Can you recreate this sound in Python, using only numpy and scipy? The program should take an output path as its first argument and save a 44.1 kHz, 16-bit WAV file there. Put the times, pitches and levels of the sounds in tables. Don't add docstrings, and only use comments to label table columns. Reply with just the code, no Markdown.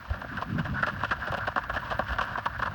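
import sys
import numpy as np
from scipy import signal
from scipy.fft import rfft, irfft
from scipy.io import wavfile

SR = 44100
rng = np.random.default_rng(int(sys.argv[2]) if len(sys.argv) > 2 else 0)


def master(y):
    cut = np.clip(np.atleast_2d(y).T, -1, 1)
    pcm = np.round(cut * 32767)
    wavfile.write(sys.argv[1], SR, pcm.astype(np.int16))


N = 120834

FINE_GRAINS_PER_S = 2500


def from_db(db):
    return 10 ** (np.asarray(db) / 20)


def rms_one(x):
    return x / np.sqrt(np.mean(x ** 2) + 1e-20)


def in_time(rows):
    seconds, *columns = np.transpose(rows)
    return [np.interp(np.arange(N) / SR, seconds, column) for column in columns]


def drift(rate_hz):
    r = np.exp(-2 * np.pi * rate_hz / SR)
    wander = signal.lfilter([1], [1, -2 * r, r * r], rng.standard_normal(N + SR))
    return rms_one(wander[SR:])


def band_pass(x, edges_hz):
    return signal.sosfilt(signal.butter(3, edges_hz, "band", fs=SR, output="sos"), x)


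def grains(per_s, spread_db):
    size_db = spread_db * np.minimum(rng.exponential(1, N), 4)
    sizes = from_db(size_db) * rng.choice([-1, 1], N)
    return rms_one(sizes * (rng.random(N) < per_s / SR))


def resonate(x, group):
    pulse = np.zeros(4096)
    pulse[0] = 1
    both = np.concatenate([pulse, x + 1e-18])
    out = 0
    for k, (hz, width_hz, db) in enumerate(group):
        r = np.exp(-np.pi * width_hz / SR)
        b = [(1 - r * r) / 2, 0, (r * r - 1) / 2]
        a = [1, -2 * r * np.cos(2 * np.pi * hz / SR), r * r]
        ringing = signal.lfilter(b, a, signal.lfilter(b, a, both))
        out = out + (-1) ** k * from_db(db) * ringing
    return out[len(pulse):] / np.sqrt(np.sum(out[:len(pulse)] ** 2))


def wind():
    # time in seconds, deep rumble in dB, upper rumble in dB.
    wind_levels = [(0, -52, -55), (.1, -44.5, -52), (.4, -43.5, -41.5), (.55, -41.5, -34.5),
                   (.8, -44.5, -42.5), (1.2, -43.5, -52), (1.75, -43, -50), (2.74, -41.5, -52)]
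    deep_hz, upper_hz = (47.2, 122), (93, 252.7)
    gust_db, gust_rate_hz = 3.5, 12.0
    bands = [rms_one(band_pass(rng.standard_normal(N + SR), hz)[SR:]) for hz in (deep_hz, upper_hz)]
    rumble = 0
    for level_db, band in zip(in_time(wind_levels), bands):
        rumble = rumble + from_db(level_db + gust_db * drift(gust_rate_hz)) * band
    return rumble


def air():
    # frequency in Hz, relative density in dB per Hz.
    air_colour = [(250, -36), (400, -18), (2200, -8), (5200, -20), (7600, -33), (10400, -37.5),
                  (14000, -29.5), (16800, -13.5)]
    # time in seconds, gain in dB.
    top_gain = [(1.6, -3), (1.8, 0.5), (2.4, -2.5)]
    air_db, top_from_hz = -54, 14500
    top_flicker_db, flicker_rate_hz = 2.5, 27
    hz = np.fft.rfftfreq(N, 1 / SR)
    at_hz, density_db = np.transpose(air_colour)
    colour = from_db(np.interp(np.log(hz + 1), np.log(at_hz), density_db)) * (hz > at_hz[0])
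    noise = rfft(rng.standard_normal(N)) * colour
    scale = from_db(air_db) / np.std(irfft(noise, N))
    steady = irfft(noise * (hz < top_from_hz), N)
    top = irfft(noise * (hz >= top_from_hz), N)
    top_db = in_time(top_gain)[0] + top_flicker_db * drift(flicker_rate_hz)
    return scale * (steady + from_db(top_db) * top)


def patter():
    # time in seconds, level in dB.
    patter_levels = [(0, -40), (1.3, -35), (2.74, -37.5)]
    patter_mix_db = [-17.5, -12, -8.5, -21.5]
    flicker_db, flicker_rate_hz, spread_db = 3.5, 20.0, 3.5
    level_db, = in_time(patter_levels)
    drives_db = [db + level_db + flicker_db * drift(flicker_rate_hz) for db in patter_mix_db]
    return from_db(drives_db) * grains(FINE_GRAINS_PER_S, spread_db)


def knock(x, edges_hz):
    low_hz, high_hz = edges_hz
    return band_pass(x + 1e-18, edges_hz) * np.sqrt(SR / 2 / (high_hz - low_hz))


def hoof(drives):
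    # low edge in Hz, high edge in Hz.
    knock_edges = [(530, 777), (940, 1205), (1330, 1735)]
    # centre in Hz, width in Hz, relative level in dB.
    grit_colour = [(2776, 820, 8.5), (3890, 2530, -7), (5006, 1880, -3.5), (8550, 1950, -26.5),
                   (13000, 3000, -26)]
    thud_hz, thud_width_hz, thud_db = 165, 199, -7.5
    rings = sum(knock(x, edges_hz) for x, edges_hz in zip(drives, knock_edges))
    grit = resonate(drives[3], grit_colour)
    thud = from_db(thud_db) * resonate(drives[0], [(thud_hz, thud_width_hz, 0)])
    return rings + grit + thud


def contacts():
    # start in seconds, length in seconds, low, middle and high knock in dB, grit in dB.
    landings = [(0.1, 0.0048, -38.5, -43, -36, -49), (0.122, 0.036, -46, -47, -39, -54.5),
                (0.212, 0.0078, -43, -39, -36.5, -50), (0.244, 0.0049, -36.5, -51, -41, -65),
                (0.37, 0.0038, -44, -41, -29.5, -42), (0.379, 0.0067, -43, -39, -36, -55),
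                (0.412, 0.016, -35, -32, -38, -44.5), (0.578, 0.007, -40.5, -38, -35.5, -50),
                (0.587, 0.012, -39, -37, -36, -44.5), (0.645, 0.021, -40, -41, -35.5, -48.5),
                (0.823, 0.013, -33.5, -33.5, -20, -41.5), (0.864, 0.019, -32, -31, -30, -40.5),
                (0.886, 0.013, -58, -40, -34.5, -47.5), (1.03, 0.0091, -31.5, -27.5, -33.5, -43.5),
                (1.044, 0.0094, -44, -40, -28.5, -40), (1.108, 0.0059, -31, -33, -18, -36.5),
                (1.266, 0.018, -35, -51, -35, -45.5), (1.318, 0.014, -32.5, -29.5, -38.5, -45),
                (1.338, 0.0072, -31.5, -37, -29, -39.5), (1.373, 0.0075, -32.5, -49, -37, -41.5),
                (1.469, 0.0099, -27, -33, -27, -39.5), (1.559, 0.0044, -25.5, -24.5, -24.5, -38),
                (1.573, 0.014, -38, -27, -32.5, -46.5), (1.635, 0.0059, -44.5, -38, -36.5, -45.5),
                (1.694, 0.0082, -32.5, -32, -27.5, -44.5), (1.736, 0.018, -39, -35, -42, -45),
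                (1.759, 0.016, -34.5, -41, -29, -43.5), (1.901, 0.024, -33, -32, -36, -43),
                (1.99, 0.00362, -19, -23, -24.5, -37), (2.081, 0.0049, -45, -35.5, -30, -46.5),
                (2.088, 0.023, -47, -42, -38.5, -49.5), (2.119, 0.017, -42, -43, -36, -44.5),
                (2.182, 0.009, -32.5, -24, -25.5, -38.5), (2.205, 0.014, -34, -27.5, -33.5, -39),
                (2.225, 0.01075, -44, -40, -30.5, -43), (2.353, 0.0036, -54, -29.5, -24, -61),
                (2.373, 0.013, -34.5, -31, -37, -46), (2.386, 0.0062, -64.5, -37, -32.5, -54),
                (2.455, 0.01, -33.5, -20.5, -27.5, -38), (2.591, 0.0042, -35, -29, -28.5, -44),
                (2.618, 0.014, -36.5, -27.5, -27, -41), (2.667, 0.0097, -41, -27.5, -34.5, -46)]
    knocks_per_s, knock_spread_db, grit_spread_db = 2500, 4, 2
    knock_rise, grit_rise, release_s = 0.42, 0.093, 0.0063
    clack_db = -2
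    lead_db = 13.5
    spreads_db = [knock_spread_db] * 3 + [grit_spread_db]
    rises = np.array([[knock_rise]] * 3 + [[grit_rise]])
    sources = np.array([grains(knocks_per_s, db) for db in spreads_db])
    sources += from_db(clack_db) * grains(knocks_per_s / 10, knock_spread_db)
    drives = np.zeros((4, N))
    for start, length, *levels_db in landings:
        i = int(start * SR)
        t = np.arange(min(int((length + 6 * release_s) * SR), N - i)) / SR
        rise = np.minimum(t / length / rises, 1)
        fall = np.exp(-np.maximum(t - length, 0) / release_s)
        burst = sources[:, i:i + len(t)] * rise * fall
        burst[:, int(knock_rise * length * SR)] += from_db(lead_db)
        energy = np.sum(burst ** 2, axis=1, keepdims=True)
        burst = burst * np.sqrt(length * SR / (energy + 1e-12))
        drives[:, i:i + len(t)] += from_db(levels_db)[:, None] * burst
    return drives


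def puffs():
    # centre in seconds, pitch in Hz, peak of the swell in dB, bell width (sigma) in seconds.
    puff_rows = [(0.115, 75, -19, 0.007), (.53, 105, -27, 0.02), (0.599, 159.2, -22.5, 0.011),
                 (.7, 129.6, -33.5, 0.048), (1.309, 103.2, -25, 0.0038), (1.43, 106.2, -31.5, 0.0068),
                 (2.12, 61.6, -27.5, 0.018)]
    t = np.arange(N) / SR
    turns = rng.random(len(puff_rows))
    out = np.zeros(N)
    for (centre, hz, db, width), turn in zip(puff_rows, turns):
        swell = from_db(db) * np.exp(-.5 * ((t - centre) / width) ** 2)
        out += swell * np.cos(2 * np.pi * (hz * t + turn))
    return out


def slide(rows, spread_db):
    edge_s = 0.016
    t = np.arange(N) / SR
    stroke = np.zeros(N)
    for start, length, db in rows:
        inside_s = np.minimum(t - start, start + length - t)
        stroke += from_db(db) * np.clip(inside_s / edge_s + .5, 0, 1)
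    return stroke * grains(FINE_GRAINS_PER_S, spread_db)


def drags():
    # start in seconds, length in seconds, level in dB before the mix.
    drag_rows = [(0.323, 0.09, -45), (0.739, 0.075, -41.5), (0.916, 0.094, -50), (1.003, 0.048, -42.5),
                 (1.114, 0.02, -27), (1.2, 0.11, -41.5), (1.726, 0.031, -41.5), (1.812, 0.15, -42.5),
                 (2.005, 0.021, -39), (2.241, .11, -41.5), (2.477, 0.096, -50), (2.657, 0.0063, -27.5)]
    drag_mix_db = [-9, -3, 0, -13.5]
    return from_db(drag_mix_db)[:, None] * slide(drag_rows, spread_db=0.5)


def skids():
    # start in seconds, length in seconds, level in dB.
    skid_rows = [(0.74, 0.064, -36.5), (1.385, 0.067, -36)]
    # resonance in Hz, width in Hz, relative level in dB.
    shoe_ring = [(1460, 200, 0)]
    return resonate(slide(skid_rows, spread_db=-2.0), shoe_ring)


def ticks():
    # start in seconds, starting noise level in dB before the high-pass.
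    tick_rows = [(1.318, -51), (1.37, -49), (2.2504, -55)]
    from_hz, decay_s = 1600, 0.0032
    starts = np.zeros(N)
    for start, db in tick_rows:
        starts[int(start * SR)] = from_db(db)
    envelope = signal.lfilter([1], [1, -np.exp(-1 / (decay_s * SR))], starts)
    bursts = envelope * rng.standard_normal(N)
    return signal.sosfilt(signal.butter(2, from_hz, "high", fs=SR, output="sos"), bursts + 1e-18)


def scene():
    hooves = hoof(contacts() + drags() + patter()) + skids()
    return (hooves + ticks() + wind() + puffs() + air())[None]


def record(dry):
    stop_edge_hz = 17420
    return signal.sosfilt(signal.cheby2(26, 60, stop_edge_hz, fs=SR, output="sos"), dry)


dry = scene()
out = record(dry)
master(out)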